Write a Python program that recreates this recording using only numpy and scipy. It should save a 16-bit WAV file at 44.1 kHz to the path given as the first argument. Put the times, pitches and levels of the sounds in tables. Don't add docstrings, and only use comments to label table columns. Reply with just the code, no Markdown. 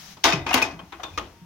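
import sys
import numpy as np
from scipy import signal
from scipy.fft import irfft
from scipy.io import wavfile
from scipy.ndimage import uniform_filter1d

SR = 44100
rng = np.random.default_rng(int(sys.argv[2]) if len(sys.argv) > 2 else 0)


def waveform_to_disk(signal):
    frames = np.transpose(np.atleast_2d(signal))
    scaled = np.clip(frames, -1, 1) * 32767
    samples = np.round(scaled).astype(np.int16)
    wavfile.write(sys.argv[1], SR, samples)


N = 63945

# pitch_hz, fade_s
ROOM_ECHO = [(300, 0.53), (800, 0.42), (2500, 0.27), (11000, 0.14)]
# pitch_hz, likeness
STEREO_LIKENESS = [(60, 0.97), (300, .9), (700, 0.8), (1400, 0.36), (6000, 0.031)]
# pitch_hz, difference_db
LEFT_BOOST = [(60, 0.5), (2800, 4.5), (5500, 7), (9000, -1.5), (14000, 9)]
# pitch_hz, relative_db
HUSH_TONE = [(25, -33), (60, -7), (200, -8), (450, -24.5), (2800, -24), (6400, -42), (8000, -36),
             (16000, -40)]
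# pitch_hz, relative_db
SLEEVE_TONE = [(100, -8), (170, 7.5), (300, -23), (700, -8.5), (4000, -7), (6200, -5), (8000, -19)]
# time_s, level_db
SLEEVE_LEVELS = [(0, -43.5), (.13, -45), (.16, -55.5), (.8, -60.5), (1.14, -54.5), (1.3, -58), (1.45, -64)]
# start_s, pitch_hz, level_db, fade_s
LOW_THUMPS = [(0.251, 63, -42, 2.7), (0.333, 153.3, -17, 0.11), (0.345, 134.4, -30, 0.55),
              (0.388, 85.4, -38, 0.78), (0.541, 255.3, -19, 0.18), (.735, 164.8, -38.5, 0.35),
              (0.823, 188, -40, 0.12), (1.108, 88.4, -41, 0.89), (1.174, 58, -38.5, 0.48),
              (1.416, 175.6, -37, 0.22)]
# start_s, pitch_hz, level_db, fade_s
LIGHT_TOUCHES = [(.241, 3683, -25.5, 0.38), (0.4627, 910, -26, 0.054), (.5085, 745, -16.5, 0.058),
                 (0.5287, 2770, -21, 0.094), (1.136, 2480, -48, 0.16)]
HIT_BANDS_HZ = [300, 850, 2400, 5200, 11000]
# start_s, thud_db, knock_db, clack_db, snap_db, tick_db, core_db, note_hz, note_db, note_fade_s
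SPOOL_KNOCKS = [(.168, -57, -42.5, -55, -44, -68, -79, 1014, -42, 0.052),
                (0.7905, -52.5, -34.5, -45.5, -45, -68, -50.5, 3180, -34.5, 0.051),
                (0.9218, -48, -34, -38, -45, -46.5, -48.5, 334, -42.5, 0.34),
                (0.996, -51, -31.5, -47, -50, -67, -80, 750, -27, 0.053),
                (1.033, -38, -30, -36.5, -30.5, -36, -43.5, 3576, -35.5, 0.27),
                (1.176, -30.5, -27.5, -31, -25.5, -34, -40, 1244, -26, 0.13)]
# pitch_hz, boost_db
BOX_HIT_TONE = [(170, -19), (320, 2.5), (500, -4), (1250, 2), (1800, 1.5), (3300, 7.5), (4900, -4),
                (6400, 1.5), (7800, -14), (15000, -9)]
# pitch_hz, relative_db, fade_s
CORE_TONES = [(1080, 8.7, 0.17), (1562, 1, 0.067), (2490, 2.3, 0.18)]
# start_s, thud_db, knock_db, clack_db, snap_db, tick_db, wall_db, bobbin_db
BOUNCES = [(0.2356, -43, -56, -36, -26, -47, -60, -53), (0.2401, -41, -22, -14, -12, -19.5, -25, -43),
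           (.2520, -18.5, -13, -14.5, -25, -21, -21.5, -34),
           (0.3225, -41, -31, -18.5, -23.5, -40, -72, -23.5), (0.33, -20.5, -26, -48, -21, -35, -38, -16),
           (0.4641, -23, -24.5, -20, -29.5, -37, -39, -22), (0.489, -37, -27, -40, -28.5, -36, -44, -18.5),
           (0.507, -43, -17, -20, -29.5, -36, -49, -49), (0.5293, -60, -47, -19, -28, -21, -59, -50),
           (0.541, -20.5, -15, -12.5, -17.5, -11, -36, -15.5),
           (.5550, -20.5, -16.5, -19.5, -24.5, -55, -32.5, -48),
           (0.5756, -35, -22, -20, -27, -25.5, -29.5, -42),
           (.6160, -27.5, -24.5, -18, -27.5, -32, -51, -44),
           (0.6226, -19, -32, -34.5, -20, -22.5, -45, -10), (0.7096, -54, -43, -49.5, -39.5, -52, -75, -54)]
# thud_db, knock_db, clack_db, snap_db, tick_db
HEAP_LEVELS = [-30.5, -23.5, -20.5, -22, -29]
# pitch_hz, boost_db
BUCKET_HIT_TONE = [(60, -10.5), (180, -24), (270, -5), (480, -7.5), (800, -0.5), (1700, -1), (2800, 2.5),
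                   (4200, 0), (6400, 4), (7800, -10), (11500, -4.5), (15000, -6)]
# pitch_hz, relative_db, fade_s
WALL_TONES = [(317, -7, 0.55), (398.2, -10, 0.46), (662.7, -5, 0.42), (718.8, -2.5, 0.47), (897.8, 3, 0.24),
              (1062, 2.5, 0.19), (1184, -7, 0.38), (1486, -9, 0.33), (2008, -9, 0.48)]
# pitch_hz, relative_db, fade_s
BOBBIN_TONES = [(2508, 8.5, 0.042), (2518, -21, 0.34), (2780, -18, 0.014)]


def gain(db):
    return 10 ** (np.asarray(db) / 20)


def normalize(sound):
    return sound / np.sqrt(np.mean(sound ** 2) + 1e-20)


def look_up(table, hz):
    pitches, values = np.transpose(table)
    return np.interp(np.log(hz + 1), np.log(pitches + 1), values)


def add(mix, start_s, sound):
    part = mix[:, round(start_s * SR):][:, :sound.shape[1]]
    part += sound[:, :part.shape[1]]


def side_gains(hz):
    return gain(np.array([[.5], [-.5]]) * look_up(LEFT_BOOST, hz))


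def side_angle(hz):
    return np.arccos(np.clip(look_up(STEREO_LIKENESS, hz), -1, 1))


def noise_spectra(size):
    hz = np.fft.rfftfreq(size, 1 / SR)
    common, apart = np.exp(2j * np.pi * rng.random((2, len(hz))))
    angle = side_angle(hz) / 2
    middle, side = common * np.cos(angle), apart * np.sin(angle)
    return hz, np.array([middle + side, middle - side]) * side_gains(hz)


def steady_noise(tone):
    hz, spectra = noise_spectra(N)
    return normalize(irfft(spectra * gain(look_up(tone, hz)), N))


def random_ripple(depth_db):
    hz = np.geomspace(400, 16000, 170)
    return np.column_stack([hz, depth_db * np.sin(np.cumsum(rng.uniform(1, np.pi, len(hz))))])


def hit(levels_db, tone, ripple, attack_s, *, fade_at_1khz_s, tick_fade_s, damping,
        echo_db, tick_echo_db, echo_rise_s, chatter_db):
    size = 2 ** 15
    t = np.arange(size) / SR
    hz, spectra = noise_spectra(size)
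    shape_db = look_up(list(zip(HIT_BANDS_HZ, levels_db)), hz) + look_up(tone, hz) + look_up(ripple, hz)
    even_octaves = np.sqrt(size * SR / 2 / (hz + 20))
    spectra = spectra * gain(shape_db) * even_octaves
    jitter = normalize(uniform_filter1d(rng.standard_normal(size), size=24))
    chatter = normalize(gain(chatter_db * np.tanh(jitter)))
    out = np.zeros((2, size))
    for octave_hz in 125 * 2 ** np.arange(8):
        band = np.maximum(1 - abs(np.log2((hz + 1) / octave_hz)), 0)
        if octave_hz > 8000:
            fade_s, room_db = tick_fade_s, tick_echo_db
        else:
            fade_s, room_db = fade_at_1khz_s * (octave_hz / 1000) ** -damping, echo_db
        direct = gain(-60 * t / fade_s)
        echo = gain(room_db - 60 * t / look_up(ROOM_ECHO, octave_hz)) * (1 - np.exp(-t / echo_rise_s))
        out += irfft(spectra * band) * np.hypot(direct, echo) * (chatter if octave_hz > 1000 else 1)
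    return out * (1 - np.exp(-t / attack_s))


def ring(tones, level_db, attack_s):
    echo_share, wavers_per_s = 0.44, 130
    out = np.zeros((2, SR))
    for hz, relative_db, fade_s in tones:
        t = np.arange(int(min(fade_s, 1) * SR)) / SR
        side_shift = np.array([[.5], [-.5]]) * side_angle(hz) * rng.choice([-1, 1])
        echoes = rng.standard_normal((wavers_per_s + 1, 2)) @ np.array([1, 1j])
        waver = 1 + echo_share * np.interp(t * wavers_per_s, np.arange(len(echoes)), echoes)
        loudness = gain(level_db + relative_db - 60 * t / fade_s) * (1 - np.exp(-t / attack_s))
        wave = np.exp(2j * np.pi * (hz * t + rng.random()) + 1j * side_shift)
        add(out, 0, side_gains(hz) * (loudness * waver * wave).imag)
    return out


def close_tones(hz, fade_s):
    spread, outer_db = 0.043, -6
    return [(hz, 0, fade_s),
            (hz * (1 - spread), outer_db, fade_s),
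            (hz * (1 + spread), outer_db, fade_s / 2)]


def room_hush():
    return gain(-55) * steady_noise(HUSH_TONE)


def faint_whine():
    pitch_hz, level_db, start_s, rise_s = 930, -59.5, 1.3, 0.053
    t = np.arange(N) / SR
    fade_in = np.clip((t - start_s) / rise_s, 0, 1)
    return gain(level_db) * fade_in * np.sin(2 * np.pi * pitch_hz * t)


def sleeve_rustle():
    level_db = np.interp(np.arange(N) / SR, *np.transpose(SLEEVE_LEVELS))
    return steady_noise(SLEEVE_TONE) * gain(level_db)


def soft_thumps():
    out = np.zeros((2, N))
    for start_s, hz, level_db, fade_s in LOW_THUMPS:
        add(out, start_s, ring([(hz, 0, fade_s)], level_db, attack_s=0.0031))
    return out


def jostled_neighbours():
    out = np.zeros((2, N))
    for start_s, hz, level_db, fade_s in LIGHT_TOUCHES:
        add(out, start_s, ring(close_tones(hz, fade_s), level_db, attack_s=0.0017))
    return out


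def knocking_spools():
    out = np.zeros((2, N))
    ripple = random_ripple(depth_db=0.5)
    for start_s, thud, knock, clack, snap, tick, core_db, note_hz, note_db, note_fade_s in SPOOL_KNOCKS:
        attack_s = min(.00002 / gain(snap), .005)
        contact = hit([thud, knock, clack, snap, tick], BOX_HIT_TONE, ripple, attack_s,
                      fade_at_1khz_s=0.14, tick_fade_s=0.027, damping=0.48,
                      echo_db=-7.5, tick_echo_db=-1, echo_rise_s=0.053, chatter_db=6.5)
        core = ring(CORE_TONES, core_db, attack_s)
        note = ring(close_tones(note_hz, note_fade_s), note_db, attack_s)
        add(out, start_s, contact)
        add(out, start_s, core + note)
    return out


def wood_clack(levels_db, ripple, attack_s):
    return hit(levels_db, BUCKET_HIT_TONE, ripple, attack_s,
               fade_at_1khz_s=0.069, tick_fade_s=0.023, damping=0.26,
               echo_db=-9, tick_echo_db=-20, echo_rise_s=0.0065, chatter_db=3.5)


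def dropped_bobbin():
    out = np.zeros((2, N))
    ripple = random_ripple(depth_db=4.0)
    for start_s, thud, knock, clack, snap, tick, wall_db, bobbin_db in BOUNCES:
        attack_s = min(.00009 / gain(snap), .004)
        add(out, start_s, wood_clack([thud, knock, clack, snap, tick], ripple, attack_s))
        wall = ring(WALL_TONES, wall_db, attack_s=0.0039)
        bobbin = ring(BOBBIN_TONES, bobbin_db, attack_s=0.0058)
        add(out, start_s, wall + bobbin)
    rattle_start_s, gap_s, fall_db_per_s = .2435, .0065, 119
    for delay_s in gap_s * (np.arange(10) + .5 * rng.random(10)):
        levels_db = np.array(HEAP_LEVELS) - fall_db_per_s * delay_s
        add(out, rattle_start_s + delay_s, wood_clack(levels_db, ripple, attack_s=1 / SR))
    return out


def scene():
    impacts = dropped_bobbin() + knocking_spools() + jostled_neighbours() + soft_thumps()
    return impacts + sleeve_rustle() + faint_whine() + room_hush()


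def record(dry):
    ceiling, cutoff_hz = .9, 16200
    rounded = dry / (1 + (dry / ceiling) ** 6) ** (1 / 6)
    low_pass = signal.firwin(255, cutoff_hz, window=("kaiser", 9), fs=SR)
    return signal.oaconvolve(rounded, low_pass[None], "same")


dry = scene()
out = record(dry)
waveform_to_disk(out)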